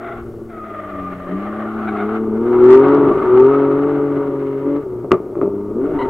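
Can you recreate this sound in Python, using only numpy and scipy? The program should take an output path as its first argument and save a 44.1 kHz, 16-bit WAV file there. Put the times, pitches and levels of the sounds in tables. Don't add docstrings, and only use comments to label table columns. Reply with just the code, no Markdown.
import sys
import numpy as np
from scipy import signal
from scipy.fft import rfft, irfft, next_fast_len
from scipy.io import wavfile
from scipy.ndimage import uniform_filter1d

SR = 44100
rng = np.random.default_rng(int(sys.argv[2]) if len(sys.argv) > 2 else 0)


def generate_wav(sig):
    pcm = np.round(np.clip(np.atleast_2d(sig).T, -1, 1) * 32767).astype(np.int16)
    wavfile.write(sys.argv[1], SR, pcm)


N = 268569
T = np.arange(N) / SR
NEAREST_S, NEAREST_M, SPEED_M_S = 3.025, 9.13, 16.43

# (time [s], pulse rate of one cylinder bank [Hz])
BANK_RATE = [(0, 119.1), (.56, 112.3), (1.02, 93.85), (1.29, 88.85), (1.41, 101), (1.56, 107.2),
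             (1.78, 110), (2.02, 103.1), (2.14, 110.8), (2.34, 108.8), (2.47, 120.5), (2.62, 122.9),
             (2.75, 129.5), (2.83, 137.3), (2.95, 143.2), (3.14, 138.6), (3.22, 124.9), (3.31, 123.8),
             (3.41, 128.8), (3.53, 139.4), (3.73, 138.9), (3.88, 145), (4.07, 142.5), (4.56, 136.2),
             (4.8, 145.8), (4.88, 125.2), (5.02, 118.1), (5.33, 123.1), (5.44, 98.74), (5.72, 103),
             (5.91, 159.9), (6.0, 133.5), (6.09, 131.9)]
# (down [s], up [s], load [1 = hard acceleration])
THROTTLE_PRESSES = [(0.304, 1.2, 0.22), (1.281, 3.087, 0.97), (3.225, 4.145, 0.82), (4.152, 4.65, 0.75),
                    (4.651, 4.779, 1.265), (5.42, 5.755, 1.02), (5.749, 5.952, 1.3), (5.946, 6.101, 0.82)]
# (start [s], end [s], burble change [dB], tone change [dB])
BURBLE_AND_TONE_SWELLS = [(-.1, 0.443, 2.5, 5), (2.22, 2.42, 10.5, 1), (2.42, 2.56, 3.5, -2.5),
                          (2.801, 2.95, 6, -2), (2.947, 3.129, 12, -4), (3.132, 3.225, 8, -17.5),
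                          (3.21, 3.297, -1, -5), (4.79, 4.861, -2, -11.5), (5.04, 5.323, 2, -9),
                          (5.323, 5.47, 8, -6.5), (5.743, 6.1, 6.5, 0)]
# (order [multiple of the cycle rate], relative level [dB])
WEAK_ORDERS = [(2,-11),(4,-18.5),(5,-23.5),(7,-10.5),(8,-11),(10,-12.5),(11,-12),(13,-14.5),(14,-25),(15,-11),(16,-29.5)]
# (centre [Hz], width [Hz], lift [dB])
PIPE_WAVES = [(186, 20, 9), (285.3, 24, 12), (381.7, 62, 16)]
# (base level [dB], change off throttle [dB], change with the pipe facing away [dB],
# swing towards the microphone [s], distance loss [factor], standing-wave lift [factor])
THROB = (-27.5, 1, -10.5, 2.5, 0.81, 1)
FIRING = (-18.5, -12.5, 0, 4, 1.005, 0.5217)
BOOM = (-17, -4, -8, 2.5, 1.3755, 1)
OCTAVE = (-26.5, -7.5, -22.5, 1.87, 0.86, 1.2352)
RASPING = (-19.5, -6.5, -10, 2.5, 1.6346, -1.5)
BURBLING = (-27, -0.5, -8.5, 2.5, 0.16, 0)
# (time [s], base level [dB], relative crack level [dB], gas decay [s])
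BACKFIRES = [(1.261,-33.5,-24.5,0.046),(3.114,-16,-11,0.016),(3.227,-14,-10,0.017),(5.045,-13.5,-20.5,0.0097),(5.109,-16.5,-5.5,0.019),(5.117,-2,-2,0.018),(5.354,-22.5,-7.5,0.05),(5.414,-11.5,-7.5,0.029)]
# (start [s], end [s], base scrub level [dB], base hiss level [dB])
SLIDES = [(-.1, .2, -19, -35.5), (.52, 1.46, -29, -37), (1.391, 2.15, -18.5, -36.5),
          (2.41, 2.95, -24, -39.5), (2.948, 4.237, -25, -40.5), (4.25, 4.78, -37, -40.5),
          (5.78, 6.1, -14, -30.5)]
# (start [s], length [s], first pitch [Hz], settled pitch [Hz], level [dB])
HOWLS = [(-.08, 0.22, 735, 680, -32.5), (0.468, 0.53, 709, 618.6, -34.5), (1.003, .65, 615, 593.7, -34),
         (1.802, 0.3, 735, 705.6, -38.5), (1.87, 0.022, 725, 715.7, -24.5), (1.957, 0.059, 715, 699, -28)]
SQUEALS = [(0.498, 0.42, 1323, 1197, -33.5), (0.879, 0.23, 1201, 1197, -29), (1.135, .54, 1203, 1181, -36),
           (1.72, 0.39, 1225, 1329, -38), (3.106, 0.024, 1140, 1154, -21.5),
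           (3.175, 0.026, 1222, 1234, -21.5), (3.22, .44, 1117, 1289, -30), (5.932, .17, 890, 920, -28.5)]
CHIRPS = [(5.986, 0.027, 950, 985, -24.5), (5.997, 0.021, 977, 995, -24)]
# (start [s], end [s], level [dB])
GUSTS = [(0.068, .38, -42), (2.096, 2.693, -46.5), (2.978, 3.15, -39.5), (5.636, 6.1, -44)]
# (frequency [Hz], level [dB])
PIPE_COLOUR = [(60,-27.5),(130,-11.5),(200,-9),(290,-3.5),(370,5),(425,3.5),(480,-10.5),(600,-8),(700,-18.5),(950,-27.5),(1500,-44),(3000,-73)]
RASP_COLOUR = [(300,-25.5),(520,-7.5),(700,-9.5),(820,-12.5),(930,4),(1030,-12.5),(1170,0.5),(1400,-13.5),(1600,-24),(2100,-24),(3000,-28),(5000,-49),(9000,-68)]
CRACK_COLOUR = [(300,-21.5),(650,-22),(900,-6.5),(1200,11),(1400,-1),(1600,-12.5),(2200,-13.5),(3300,-30.5),(5000,-39.5),(10000,-55.5)]
SCRUB_COLOUR = [(350,-32),(550,-7.5),(660,1.5),(790,5),(950,-15),(1100,2.5),(1250,4.5),(1450,1),(1650,-15.5),(1900,-30.5),(2600,-56)]
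HISS_COLOUR = [(1200,-34),(1650,2),(1880,-2.5),(2120,3),(2400,-8.5),(2800,-8.5),(3400,-16),(4200,-22),(5000,-34.5),(6500,-36),(10000,-52.5)]
BREEZE_COLOUR = [(15,-0.5),(38,-5.5),(65,0),(110,-2.5),(200,-8.5),(500,-18.5),(1500,-33.5),(4000,-49.5)]


def exhaust():
    cycle_hz = np.interp(T, *np.transpose(BANK_RATE)) / 3
    cycle = np.cumsum(cycle_hz * (1 + .002 * walk(60))) / SR
    tones_db, burble_db = 0, exhaust_db(BURBLING)
    for start, end, burble_change_db, tone_change_db in BURBLE_AND_TONE_SWELLS:
        spell = gate(start, end, attack_s=0.046, release_s=0.046)
        burble_db += burble_change_db * spell
        tones_db += tone_change_db * spell
    tones = exhaust_tones(cycle, cycle_hz) * undb(tones_db)
    return tones + exhaust_rasp(cycle, cycle_hz) + exhaust_burble(cycle, burble_db)


def exhaust_tones(cycle, cycle_hz):
    orders, parts = (3, 6, 9, 12), (THROB, FIRING, BOOM, OCTAVE)
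    levels_db = [exhaust_db(part, k * cycle_hz) for part, k in zip(parts, orders)]
    strong = sum(undb(db) * line(cycle, k, waver_db=1.11, turn=0) for k, db in zip(orders, levels_db))
    weak = 0
    for order, db in WEAK_ORDERS:
        gain = undb(db) * response(order * cycle_hz, PIPE_COLOUR)
        weak += gain * line(cycle, order, waver_db=3, turn=rng.random())
    _, firing_db, boom_db, _ = levels_db
    return strong + weak * undb(0.57 * firing_db + 0.37 * boom_db - 3)


def exhaust_rasp(cycle, cycle_hz):
    comb = 0
    for order in range(14, 43):
        off_bank_db = -6 if order % 3 else 0
        gain = undb(off_bank_db) * response(order * cycle_hz, RASP_COLOUR)
        comb += gain * line(cycle, order, waver_db=3.5, turn=rng.random())
    bank_phase = cycle * 3 % 1
    puffs = np.exp(-bank_phase / 0.67) * (1 + 0.16 * np.sin(2 * np.pi * cycle))
    gas = colour(puffs * spread(width=0.24), RASP_COLOUR)
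    rasp = undb(-2) * unit(comb) + undb(-13) * unit(gas)
    return rasp * undb(exhaust_db(RASPING) + 0.24 * walk(7.9))


def exhaust_burble(cycle, burble_db):
    firings = np.diff(np.floor(cycle * 6), prepend=0)
    return unit(colour(firings * noise(), PIPE_COLOUR)) * undb(burble_db - 0.5)


def exhaust_db(part, hz=0):
    base_db, shut_db, away_db, swing_s, distance_factor, lift_factor = part
    load = sum(amount * gate(down, up, attack_s=0.011, release_s=0.026)
               for down, up, amount in THROTTLE_PRESSES)
    facing_away = (1 - np.tanh((T - swing_s) / 0.096)) / 2
    lift_db = sum(db / (1 + (2 * (hz - centre) / width) ** 2) for centre, width, db in PIPE_WAVES)
    source_db = base_db + shut_db * (1 - load) + lift_factor * lift_db
    return source_db + away_db * facing_away + distance_factor * distance_db()


def backfires():
    booms, cracks = 0, 0
    for start, db, crack_db, decay_s in BACKFIRES:
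        age = np.maximum(T - start, 0)
        rise = age / .00008
        blast = rise * np.exp(-rise)
        gas = noise() * (1 - np.exp(-age / 0.006)) * np.exp(-age / decay_s)
        booms += undb(db) * (undb(10) * blast + undb(3) * gas)
        cracks += undb(db + crack_db) * (undb(13) * blast + undb(-10.5) * gas)
    return colour(booms, PIPE_COLOUR) + colour(cracks, CRACK_COLOUR)


def tyres():
    scrub_gain, hiss_gain = undb(-35.5), undb(-50)
    for start, end, scrub_db, hiss_db in SLIDES:
        slip = gate(start, end, attack_s=0.16, release_s=0.038)
        scrub_gain += undb(scrub_db) * slip
        hiss_gain += undb(hiss_db) * slip
    scrub = colour(spread(width=.12), SCRUB_COLOUR) * scrub_gain
    hiss = colour(spread(width=.9), HISS_COLOUR) * hiss_gain
    judder_db = 2.1 * walk(80)
    friction = (scrub + hiss) * undb(distance_db() + judder_db - 4)
    howls = sum(stick_slip(row, [-3, -11, -28.5, -27.5], half_db=-19.5, jitter=.0758) for row in HOWLS)
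    squeals = sum(stick_slip(row, [-29], half_db=-13.5, jitter=.018) for row in SQUEALS)
    chirps = sum(stick_slip(row, [-10, -19, -27], half_db=-9, jitter=.038) for row in CHIRPS)
    return friction + howls + squeals + chirps


def stick_slip(row, overtones_db, half_db, jitter):
    start, length, first_hz, settled_hz, db = row
    age = np.maximum(T - start, 0)
    hz = settled_hz + (first_hz - settled_hz) * np.exp(-age / (.33 * length))
    phase = 2 * np.pi * np.cumsum(hz * (1 + jitter * walk(900) + .004 * walk(25))) / SR
    tone = np.sin(phase) + undb(half_db) * walk(150) * np.sin(phase / 2)
    tone += sum(undb(level) * np.sin(k * phase) for k, level in enumerate(overtones_db, start=2))
    slip = gate(start, start + length, attack_s=0.17 * length, release_s=0.02)
    return unit(tone * undb(2.9 * walk(110))) * undb(db) * slip


def barriers(car, echo_db, decay_s):
    age = T[:SR // 2]
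    arrivals = (rng.random(len(age)) < .01) * (age > .02)
    echoes = rng.standard_normal((2, len(age))) * arrivals * np.exp(-age / decay_s)
    echoes /= np.sqrt(np.sum(echoes ** 2) / 2)
    echoes = echoes.mean(axis=0) + 0.34 * echoes
    return undb(echo_db) * signal.fftconvolve(car, echoes, axes=1)[:, :N]


def breeze():
    gusts = sum(undb(db) * gate(start, end, attack_s=0.19, release_s=0.19) for start, end, db in GUSTS)
    return colour(spread(width=.11), BREEZE_COLOUR) * (undb(-44.5) + gusts) * undb(1.5 * walk(5.1))


def distant_car(pitch_hz, level_db, leaves_s, fade_s):
    phase = 2 * np.pi * np.cumsum(pitch_hz * (1 + .012 * walk(2))) / SR
    fade = np.exp(-np.maximum(T - leaves_s, 0) / fade_s)
    return unit(np.sin(phase)) * undb(level_db + 2 * walk(44)) * fade


def distance_db():
    return -20 * np.log10(np.hypot(1, SPEED_M_S * (T - NEAREST_S) / NEAREST_M))


def line(cycle, order, waver_db, turn):
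    return np.sqrt(2) * np.cos(2 * np.pi * (order * cycle + turn)) * undb(waver_db * walk(40))


def gate(start, end, attack_s, release_s):
    rise = 1 - np.exp(-np.maximum(T - start, 0) / attack_s)
    return rise * np.exp(-np.maximum(T - end, 0) / release_s)


def colour(x, points):
    size = next_fast_len(N + SR // 2)
    gain = unit(response(np.arange(size // 2 + 1) * SR / size, points))
    cepstrum = irfft(np.log(gain), size)
    cepstrum[1:size // 2] *= 2
    cepstrum[size // 2 + 1:] = 0
    return irfft(rfft(x, size) * np.exp(rfft(cepstrum)), size)[..., :N]


def response(hz, points):
    points_hz, db = np.transpose(points)
    return undb(np.interp(np.log(hz + 1e-9), np.log(points_hz), db))


def walk(rate):
    hold = max(int(SR / rate), 2)
    steps = np.repeat(rng.standard_normal(N // hold + 2), hold)
    return unit(uniform_filter1d(uniform_filter1d(steps, hold), hold)[:N])


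def spread(width):
    return noise() + width * noise() * np.array([[1], [-1]])


def noise():
    return rng.standard_normal(N)


def undb(db):
    return 10 ** (np.asarray(db) / 20)


def unit(x):
    return x / np.sqrt(np.mean(x ** 2))


def scene():
    car = exhaust() + tyres() + backfires()
    echoes = barriers(car, echo_db=-22, decay_s=0.035)
    return car + echoes + breeze() + distant_car(pitch_hz=468, level_db=-48, leaves_s=2, fade_s=.5)


def record(dry):
    clipped = np.clip(dry * undb([[0.81], [-0.81]]), -1, 1)
    softened = signal.sosfilt(signal.butter(1, 13000, fs=SR, output="sos"), clipped)
    preamp_hiss = undb(-64) * spread(width=0.26)
    top_cut = signal.ellip(10, .1, 80, 15800, fs=SR, output="sos")
    return signal.sosfilt(top_cut, softened + preamp_hiss)


dry = scene()
out = record(dry)
generate_wav(out)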